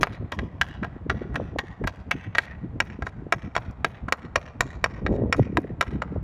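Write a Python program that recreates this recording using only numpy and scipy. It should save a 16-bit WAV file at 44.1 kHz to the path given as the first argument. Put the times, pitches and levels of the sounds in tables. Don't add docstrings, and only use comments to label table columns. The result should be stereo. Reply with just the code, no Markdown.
import sys
import numpy as np
from scipy import signal
from scipy.fft import rfft, irfft
from scipy.io import wavfile

SR = 44100
rng = np.random.default_rng(int(sys.argv[2]) if len(sys.argv) > 2 else 0)


def inscribe(sig):
    pcm = np.round(np.clip(np.atleast_2d(sig).T, -1, 1) * 32767)
    wavfile.write(sys.argv[1], SR, pcm.astype(np.int16))


N = 274743
REACH_OUT_S = 2.6
COLOUR_WIDTH_HZ = 170


def amp(db):
    return 10 ** (np.asarray(db) / 20)


def unit_rms(x):
    return x / np.sqrt(np.mean(x ** 2) + 1e-20)


def unit_energy(x):
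    return x / np.sqrt(np.sum(x ** 2) + 1e-20)


def lookup(points, hz, column=1):
    table = np.array(points, float)
    return np.interp(np.log(hz + 1), np.log(table[:, 0] + 1), table[:, column])


def coloured(x, points):
    size = x.shape[-1]
    return irfft(rfft(x) * amp(lookup(points, np.fft.rfftfreq(size, 1 / SR))), size)


def resonance(sound, centre_hz, db, width_hz):
    hz = np.fft.rfftfreq(len(sound), 1 / SR)
    response = 1 + (amp(db) - 1) / (1 + 1j * (hz - centre_hz) / width_hz)
    return unit_energy(irfft(rfft(sound) * response))


def add(mix, start_s, sound):
    part = mix[..., max(round(start_s * SR), 0):][..., :sound.shape[-1]]
    part += sound[..., :part.shape[-1]]


def impulses(shape, per_s):
    return rng.standard_normal(shape) * (rng.random(shape) < per_s / SR)


def port_noise(spectrum, correlation):
    shared, left, right = rng.standard_normal((3, N))
    noise = np.sqrt(correlation) * shared + np.sqrt(1 - correlation) * np.array([left, right])
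    return unit_rms(coloured(noise, spectrum))


def lumps(depth_db, rate_hz):
    band = [(rate_hz / 8, -20), (rate_hz / 3, 0), (rate_hz, 0), (2 * rate_hz, -20), (10 * rate_hz, -140)]
    swirl = unit_rms(coloured(rng.standard_normal(N), band))
    return unit_rms(amp(depth_db * np.minimum(swirl, 2)))


# f/Hz, level/dB
HUSH_SPECTRUM = [(20, 8), (200, -17.5), (700, 4.5), (1400, -4.5), (1900, -8), (3000, -19.5), (5500, -35),
                 (7300, -35), (8700, -42.5), (16000, -60)]


def hush(level_db=-54.0):
    return amp(level_db) * port_noise(HUSH_SPECTRUM, correlation=0.25)


# t/s, level/dB
WIND_STRENGTH = [(0, -30.5), (.15, -40.5), (.35, -36), (.8, -39), (.92, -42), (1.199, -35.5), (1.45, -35.5),
                 (1.68, -45.5), (2.2, -40), (2.53, -44.5), (2.68, -37), (3.1, -40), (4.47, -42),
                 (4.849, -38.5), (5.01, -34), (5.14, -26), (5.26, -28), (5.34, -34.5), (5.78, -37.5),
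                 (6.23, -37)]
# f/Hz, level/dB
RUMBLE_SPECTRUM = [(12, -51.5), (25, -23.5), (40, -9), (60, 2), (85, 0.5), (130, -3.5), (180, -5.5),
                   (260, -23.5), (600, -60), (2000, -130)]
FLUTTER_SPECTRUM = [(80, -21), (150, -7.5), (210, 4), (320, -3.5), (480, -11.5), (700, -21.5),
                    (1100, -34.5), (3000, -85), (8000, -120)]
GUST_SPECTRUM = [(50, -6.5), (110, 17.5), (220, 2), (400, 15.5), (620, 0.5), (900, -10), (1500, -41),
                 (4000, -84), (8000, -120)]


def wind(rumble_db=2.5, flutter_db=-6.0, gust_db=-6.0, gust_knee_db=-23, breeze_db=-38.5, slope=1.4851):
    slow_db = np.interp(np.arange(N) / SR, *np.transpose(WIND_STRENGTH))
    fast_db = breeze_db + slope * (slow_db - breeze_db)
    shed_db = fast_db + np.minimum(fast_db - gust_knee_db, 0)
    rumble = amp(slow_db + rumble_db) * port_noise(RUMBLE_SPECTRUM, 0.61)
    flutter = amp(fast_db + flutter_db) * lumps(3.0, rate_hz=27.0) * port_noise(FLUTTER_SPECTRUM, 0.78)
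    gust = amp(shed_db + gust_db) * lumps(6.5, rate_hz=160) * port_noise(GUST_SPECTRUM, 0.75)
    return lumps(4.5, rate_hz=11.7) * (rumble + flutter) + gust


# t/s, level/dB, f/Hz, half length/s
EDDIES = [(0.227, -32, 273, 0.0064), (0.433, -22.5, 236, 0.004), (0.827, -19.5, 189, 0.0045),
          (0.965, -29, 158, 0.0051), (1.066, -24, 199, 0.0058), (1.116, -29, 310, 0.013),
          (1.146, -32.5, 342, 0.0054), (1.219, -22.5, 310, 0.0036), (1.257, -32, 260, 0.011),
          (1.374, -28.5, 285, 0.013), (1.401, -19, 518, 0.0018), (1.415, -27, 236, 0.008),
          (1.45, -28, 94.3, 0.0058), (1.534, -32, 343.5, 0.0043), (1.562, -21, 368, 0.0033),
          (1.64, -33.5, 273, 0.0058), (1.817, -24.5, 247, 0.0089), (1.849, -18, 97.6, 0.01),
          (2.154, -25, 182.4, 0.0088), (2.645, -25, 156.4, 0.012), (2.661, -33.5, 224, 0.012),
          (2.762, -29.5, 218, 0.0077), (2.992, -23.5, 175, 0.0018), (3.227, -30.5, 219, 0.0037),
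          (3.268, -27.5, 246, 0.0044), (3.481, -27.5, 190, 0.0044), (3.702, -26, 106.3, 0.0061),
          (4.084, -24.5, 166.5, 0.0036), (4.25, -32.5, 173.6, 0.016), (4.659, -30.5, 155.8, 0.013),
          (5.383, -26, 303.8, 0.011), (5.396, -9, 359, 0.0028), (5.409, -9.5, 104, 0.0097),
          (5.47, -31, 296, 0.0075), (5.502, -22, 190.2, 0.004), (5.53, -24, 213, 0.0066),
          (5.586, -12.5, 314, 0.004), (5.648, -26.5, 302, 0.0069), (5.705, -29, 258.6, 0.0068),
          (5.927, -28, 247, 0.0088), (5.955, -20.5, 169, 0.0098), (6.125, -26, 207.6, .011),
          (6.163, -23, 344, 0.0044)]


def buffets(level_db=-0.5, skew_rad=0.68, swirl_hz=90):
    out, t = np.zeros((2, N)), np.arange(-SR // 10, SR // 10) / SR
    swirl_band = [(swirl_hz, 0), (4 * swirl_hz, -30), (20 * swirl_hz, -100)]
    for start_s, db, hz, half_s in EDDIES:
        wander = unit_rms(coloured(rng.standard_normal(len(t)), swirl_band))
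        phase = rng.uniform(0, 2 * np.pi) + wander + skew_rad * np.array([[.5], [-.5]])
        crest = np.exp(1 - np.sqrt(1 + (t / half_s) ** 2))
        turns = hz * (.8 * t + half_s / 4 * np.arctan(4 * t / half_s))
        add(out, start_s + t[0], amp(db + level_db) * crest * np.cos(2 * np.pi * turns + phase))
    return out


# f/Hz, gain/dB
MIC_LOW_CUT = [(12, -24.5), (25, -12.5), (40, 0), (55, 0)]


def wind_at_mic(lean_db=0.4):
    return coloured(wind() + buffets(), MIC_LOW_CUT) * amp([[lean_db], [-lean_db]])


# f/Hz, from the feet/dB, from the side/dB
PORT_BALANCE = [(315, 2.5, 5), (800, 3, 4), (1290, 8.5, 11), (1420, 9, 9), (1900, -1, 5), (3030, 1, 5.5),
                (4520, 8, 8), (5950, 2.5, 11.5), (9400, 0.5, -1.5)]
# f/Hz, lead/rad
PORT_LEAD = [(300, 0), (1700, .25), (2500, 1.3), (3500, 2.1), (4300, 1), (5700, 1.6), (7000, -1),
             (8400, -3.1), (15500, -15.5)]


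def at_ports(sound, at_side):
    hz = np.fft.rfftfreq(len(sound), 1 / SR)
    lean = amp(lookup(PORT_BALANCE, hz, column=1 + at_side))
    ports = np.array([lean, np.exp(-1j * lookup(PORT_LEAD, hz))]) / np.sqrt((1 + lean ** 2) / 2)
    return irfft(rfft(sound) * ports, len(sound)) * signal.windows.tukey(len(sound), 0.1)


# delay/s, level/dB from the feet; delay/s, level/dB from the side
REFLECTORS = [(.051, -33.5, .058, -32.5), (.063, -37.5, 0.069, -30.5), (.073, -37, .073, -49),
              (.082, -34, 0.097, -42.5), (0.091, -43, .097, -31), (0.097, -31.5, .104, -32),
              (.117, -39, .121, -34), (.126, -34, .126, -34), (.135, -37, .135, -39)]
# f/Hz, gain/dB
ECHO_SPECTRUM = [(300, -3), (1000, -6.5), (1650, 0.5), (1900, 4.5), (2300, -2), (4500, -3.5), (6500, -1.5),
                 (7600, -9.5), (9600, -8), (12000, -12.5)]


def echoes(at_side, fade_s=0.0033, wander_s=0.00097, vary_db=2, size=1024):
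    out, t = np.zeros((2, SR)), np.arange(size) / SR
    for row in REFLECTORS:
        delay_s, db = row[2:] if at_side else row[:2]
        burst = rng.standard_normal((2, size)) * np.exp(-t / fade_s)
        delay_s += wander_s * rng.standard_normal()
        db += vary_db * rng.standard_normal()
        add(out, delay_s, amp(db) * np.sqrt(2) * unit_energy(burst))
    return coloured(out, ECHO_SPECTRUM)


# delay/s, level/dB
SCATTER_DECAY = [(.007, 19.5), (.02, 11), (.04, -5), (.065, -1), (.09, -6.5), (.11, -2), (.15, -1),
                 (.18, -9.5), (.25, -8.5), (.5, -42.5), (1, -61)]
# f/Hz, gain/dB
SCATTER_SPECTRUM = [(200, 15), (700, 12.5), (1400, 3), (1780, -2), (1920, 7), (2080, -2), (2400, 1),
                    (3000, -3), (4500, -0.5), (6500, 3.5), (7600, -5), (8600, -9), (15000, -3.5)]


def court(sound, at_side, scatter_db=-18, spread=0.81, air_hz=7400, air_db_per_s=75,
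          beam_db=2.44, beam_step_hz=600):
    t = np.arange(SR) / SR
    decay_db = np.interp(t, *np.transpose(SCATTER_DECAY), left=-100)
    grains = impulses((3, SR), per_s=900)
    beam = [(k * beam_step_hz, beam_db * z) for k, z in enumerate(rng.standard_normal(size=64))]
    grains = coloured(grains[0] + spread * grains[1:], SCATTER_SPECTRUM)
    wash = np.sqrt(2) * unit_energy(coloured(grains, beam) * amp(decay_db))
    treble = coloured(wash, [(air_hz / 4, -50), (air_hz / 2, -14), (air_hz, 0)])
    wash -= treble * (1 - amp(-air_db_per_s * t))
    returns = amp(scatter_db) * wash + echoes(at_side)
    tapered = sound * signal.windows.tukey(len(sound), 0.1)
    return signal.fftconvolve(tapered[None], returns, axes=1)


# t/s, length/s, level/dB, f/Hz
RING_TAILS = [(0.652, 0.17, -57, 2910), (2.143, 0.18, -53.5, 1940), (2.414, 0.17, -50.5, 1880)]


def ring_tails(ticks_per_s=300, width_hz=300, overtone_ratio=1.32, overtone_db=-8):
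    out = np.zeros((2, N))
    for start_s, length_s, db, ring_hz in RING_TAILS:
        size = int(length_s * SR)
        hz = np.fft.rfftfreq(size, 1 / SR)
        ticks = impulses(size, ticks_per_s)
        modes = [(ring_hz, 1), (ring_hz * overtone_ratio, amp(overtone_db))]
        response = sum(gain / (1 + 2j * (hz - mode_hz) / width_hz) ** 2 for mode_hz, gain in modes)
        sound = unit_rms(irfft(rfft(ticks) * response, size)) * signal.windows.tukey(size, .7)
        add(out, start_s, amp(db) * at_ports(sound, int(start_s > REACH_OUT_S)))
    return out


# t/s, level/dB
BLADE_SLIDES = [(.05, -68.5), (.405, -82), (0.634, -69), (1.118, -78), (1.607, -84), (1.889, -79.5),
                (2.131, -81), (2.82, -69), (3.341, -73), (3.594, -73), (3.862, -68), (4.142, -74),
                (4.378, -73.5), (4.626, -80.5), (4.86, -77.5), (5.345, -71), (5.591, -70), (5.83, -70.5)]
# f/Hz, level/dB
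SIZZLE_SPECTRUM = [(1000, -20), (2000, -10.5), (4000, 1.5), (6500, 1), (8300, -9), (9600, 1),
                   (12000, -11.5), (14300, -1.5), (15200, -6), (16000, -18.5)]


def slides(rise_s=0.006, hold_s=0.03, fade_db_per_s=250, grains_per_s=2500, size=12000):
    out, t = np.zeros((2, N)), np.arange(size) / SR
    envelope = np.minimum(t / rise_s, 1) * amp(-fade_db_per_s * np.maximum(t - hold_s, 0))
    for start_s, db in BLADE_SLIDES:
        sizzle = unit_rms(coloured(impulses((2, size), grains_per_s), SIZZLE_SPECTRUM))
        add(out, start_s, amp(db) * envelope * sizzle)
    return out * lumps(4.5, rate_hz=90)


# t/s, length/s, level/dB, relative grit/dB
BLADE_SCRAPES = [(0.003, 0.027, -38.5, -2), (0.115, 0.052, -50, -17), (0.338, 0.026, -57, -5),
                 (1.864, 0.05, -46.5, -29), (2.35, 0.13, -49, -13), (3.047, 0.057, -53.5, -17),
                 (3.546, 0.043, -48, -22), (5.089, 0.095, -58.5, -18), (5.357, 0.042, -52.5, -5.5)]


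def scrapes(grains_per_s=900, rasp_hz=2300, rasp_db=5, fade_db=6):
    out = np.zeros((2, N))
    for start_s, length_s, db, grit_db in BLADE_SCRAPES:
        at_side, size = int(start_s > REACH_OUT_S), int(length_s * SR)
        tick, lead_in_s = tap(bass_db=0, treble_db=5, chatter=0, grit_db=grit_db, at_side=at_side)
        tick = resonance(tick, rasp_hz, rasp_db, COLOUR_WIDTH_HZ)
        catches = impulses(size, grains_per_s) * signal.windows.tukey(size, .5)
        catches *= amp(np.linspace(0, -fade_db, size))
        rasp = signal.fftconvolve(unit_rms(catches), tick)
        add(out, start_s - lead_in_s, amp(db) * at_ports(rasp, at_side))
    return out


# f/Hz, t60/s before t60_scale, level at the feet/dB, level at the side/dB
STICK_MODES = [(535, 0.053, -22.5, -12.5), (696, 0.024, -4, 2.5), (825, 0.011, 5.5, -1),
               (1052, 0.023, -1, -1.5), (1325, 0.0053, -18, -27), (1356, 0.01, 10, 12),
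               (1624, 0.041, 2.5, -4), (1968, 0.0099, 5, 1.5), (1865, 0.021, 6, 2), (2286, 0.012, 9, 9),
               (2656, 0.0063, 16.5, 9.5), (2910, 0.016, 6, 3), (3290, 0.013, 14.5, 7.5),
               (3750, 0.021, 8.5, 7.5), (4230, 0.02, -4, 0.5), (4610, 0.023, -0.5, 3.5),
               (5110, 0.025, -13, -15.5), (5507, 0.015, 10.5, 14), (6330, 0.014, -25.5, 6),
               (7100, 0.0075, -15, -13), (7110, 0.015, -1.5, 9.5), (9100, 0.015, -1.5, -15)]
# f/Hz, level/dB
GRIT_SPECTRUM = [(2000, -16.5), (5000, 2), (7000, -4), (8500, -3), (9800, -8.5), (12000, -14.5),
                 (14300, -12), (16000, -16.5)]


def tap(bass_db, treble_db, chatter, grit_db, at_side, contact_hz=2000, t60_scale=0.77,
        spread_s=0.0017, evenness=0.63, vary_db=2, detune=0.0041, grit_t60_s=0.021,
        thud_db=-16, thud_hz=300, thud_t60_s=0.00085, size=4096):
    t, hz = np.arange(size) / SR, np.fft.rfftfreq(size, 1 / SR)
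    offsets_db = vary_db * rng.standard_normal(len(STICK_MODES))
    ring = np.zeros(size)
    for (mode_hz, t60_s, *levels_db), offset_db in zip(STICK_MODES, offsets_db):
        decay = amp(levels_db[at_side] + offset_db - 60 * t / (t60_s * t60_scale))
        ring += decay * np.cos(2 * np.pi * mode_hz * rng.normal(1, detune) * t)
    ring[0] /= 2
    blow = rfft(ring) / (1 + 1j * hz / contact_hz) ** 2
    settle_s = 0.0028 if at_side else 0.0038
    skid = rfft(rng.standard_normal(size) * np.exp(-.5 * ((t - settle_s) / spread_s) ** 2))
    skid /= (abs(skid) + 1) ** evenness
    sound = np.sqrt(chatter) * unit_energy(irfft(blow * skid))
    sound -= np.sqrt(1 - chatter) * unit_energy(irfft(blow))
    sound += amp(thud_db) * unit_energy(np.sin(2 * np.pi * thud_hz * t) * amp(-60 * t / thud_t60_s))
    tone = [(800, bass_db), (1500, 0.019), (2100, 0.022), (4000, treble_db)]
    sound = unit_energy(coloured(sound, tone))
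    crunch = rng.standard_normal(size) * amp(-60 * t / grit_t60_s)
    sound += amp(grit_db) * unit_energy(coloured(crunch, GRIT_SPECTRUM))
    return np.roll(sound, size // 16), size // 16 / SR


def crack(sound, lead_in_s, fade_s=0.0023):
    age_s = np.maximum(np.arange(len(sound)) / SR - lead_in_s, 0)
    return unit_energy(sound * np.exp(-age_s / fade_s))


# broad band f/Hz, boost or cut/dB, narrow resonance f/Hz, boost or cut/dB
BLADE_TAPS = [(0.0316, 15, -5, 0.07, -17.5, 4600, 9, 1205, 9),
              (0.0711, -4.5, -17, 0.18, -29, 1650, -3.5, 1900, -3.5),
              (0.320, -0.5, -3, 0.91, -19, 3320, 8, 1860, 10),
              (0.3897, -2, 1, 0.43, -33, 1930, 13.5, 1050, 5.5),
              (0.6134, 12, -7, 0.49, -14.5, 2980, 10.5, 1690, 9.5),
              (0.6859, -19, -5, 0.04, -11, 2980, 2, 1640, 13),
              (0.8305, -2.5, -5.5, 0.77, -52.5, 1620, 16, 2280, 6),
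              (0.845, -3.5, -5.5, 0.66, -28, 1230, 7, 1630, 5),
              (1.098, 7.5, -5, 0.75, -36, 1420, 6.5, 5730, 8),
              (1.3438, -10, -16, 0.57, -20.5, 1450, 11, 1880, 4),
              (1.3569, 2.5, -3, 0.79, -20.5, 1620, 8, 1880, 2.5),
              (1.5868, 4.5, -5, 0.75, -19, 4200, 9, 1870, 7.5),
              (1.8402, -4.5, -20, 0.47, -27, 2270, 5, 1650, 7),
              (1.8734, 4, -1.5, 0.65, -11.5, 1610, 7, 1070, 8.5),
              (2.1116, 9, -7, 0.77, -19.5, 1900, -2.5, 2170, 9),
              (2.3506, 4, -0.5, 0.66, -30.5, 1180, 6, 1880, 10),
              (2.3841, 14, -0.5, 0.18, -36, 1770, 7.5, 1760, -0.5),
              (2.4682, -23, -6, 0.2, -34, 1880, 6, 2890, 5), (2.8032, 12, -3, 0.3, -38, 5700, 5.5, 2820, 7),
              (3.0229, -2.5, -5, 0.44, -54, 1630, 7, 1040, 8),
              (3.0674, -1.5, -2, 0.62, -29, 1470, 11, 1050, 3),
              (3.3245, 13, -4.5, 0.29, -21.5, 1350, 2, 1880, 3.5),
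              (3.336, -0.5, -19, 0, -47, 1400, -8.5, 695, -16),
              (3.552, -1, 1, 0.86, -50, 1730, 6.5, 1050, -5.5),
              (3.565, 8.5, -5, 0.05, -43, 910, 7, 3360, 8.5),
              (3.578, 0, 2, 0.32, -20, 1020, 13.5, 1630, 11), (3.71, -34.5, -1, 0.1, 5, 3960, -4, 5560, -2),
              (3.8464, 11, -5.5, 0.24, -25, 3750, 4.5, 1430, -3),
              (4.084, -1.5, -7.5, 0.8, -22.5, 1520, 12, 1050, 6),
              (4.1242, 11.5, -0.5, 0.21, -17, 2206, 3.5, 4780, 6),
              (4.3585, 12, -3.5, 0.4, -33, 5700, 6, 2800, 2),
              (4.378, -19.5, -8, 1, -45.5, 1100, 22.5, 700, 9),
              (4.6076, 11.5, -4.5, 0.29, -15.5, 7230, 7, 1660, 5),
              (4.628, -10, -14, 0.06, -46, 1050, 22, 700, 12),
              (4.842, 12, -6, 0.28, -30.5, 5420, 10, 4670, 4),
              (4.8611, -2, -6.5, 0.07, -38, 1200, 4.5, 1050, 8.5),
              (5.0646, 4, -14, 0.4, -50, 4020, 17.5, 1584, 8),
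              (5.3265, 11.5, -1.5, 0.41, -44.5, 1940, 1, 5400, 8.5),
              (5.347, -3, -23, 0, -41, 1260, 13, 693, 4), (5.5715, 10, -14.5, 0.23, -25, 3900, 10, 956, 7),
              (5.8106, 11.5, -2, 0.45, -18.5, 1850, 4.5, 720, 6),
              (5.826, -1.5, 4, 0.1, -45, 1470, 13, 1050, 8), (6.0201, 3, -7, 0.63, -48, 1080, 6.5, 1980, 5)]


def dribble(narrow_width_hz=46, thrown_db=-4.5, slap_db=12.5, beamed_hz=5650, beamed_db=5):
    out = np.zeros((2, N))
    for start_s, db, treble_db, chatter, grit_db, broad_hz, broad_db, narrow_hz, narrow_db in BLADE_TAPS:
        at_side = int(start_s > REACH_OUT_S)
        bass_db = db * np.interp(chatter, [0, 1], [-0.2354, -1.26])
        sound, lead_in_s = tap(bass_db, treble_db, chatter, grit_db, at_side)
        sound = resonance(sound, broad_hz, broad_db, COLOUR_WIDTH_HZ)
        sound = resonance(sound, narrow_hz, narrow_db, narrow_width_hz)
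        thrown = resonance(crack(sound, lead_in_s), beamed_hz, -beamed_db * at_side, width_hz=150)
        add(out, start_s - lead_in_s, amp(db) * at_ports(sound, at_side))
        add(out, start_s - lead_in_s, amp(db + thrown_db + slap_db * chatter) * court(thrown, at_side))
    return out


def scene():
    return wind_at_mic() + dribble() + scrapes() + slides() + ring_tails() + hush()


def record(dry, ceiling=0.95, cutoff_hz=16500):
    rounded = dry / (1 + (dry / ceiling) ** 6) ** (1 / 6)
    low_pass = signal.firwin(511, cutoff_hz, window=("kaiser", 9), fs=SR)
    return signal.oaconvolve(rounded, low_pass[None], "same")


dry = scene()
out = record(dry)
inscribe(out)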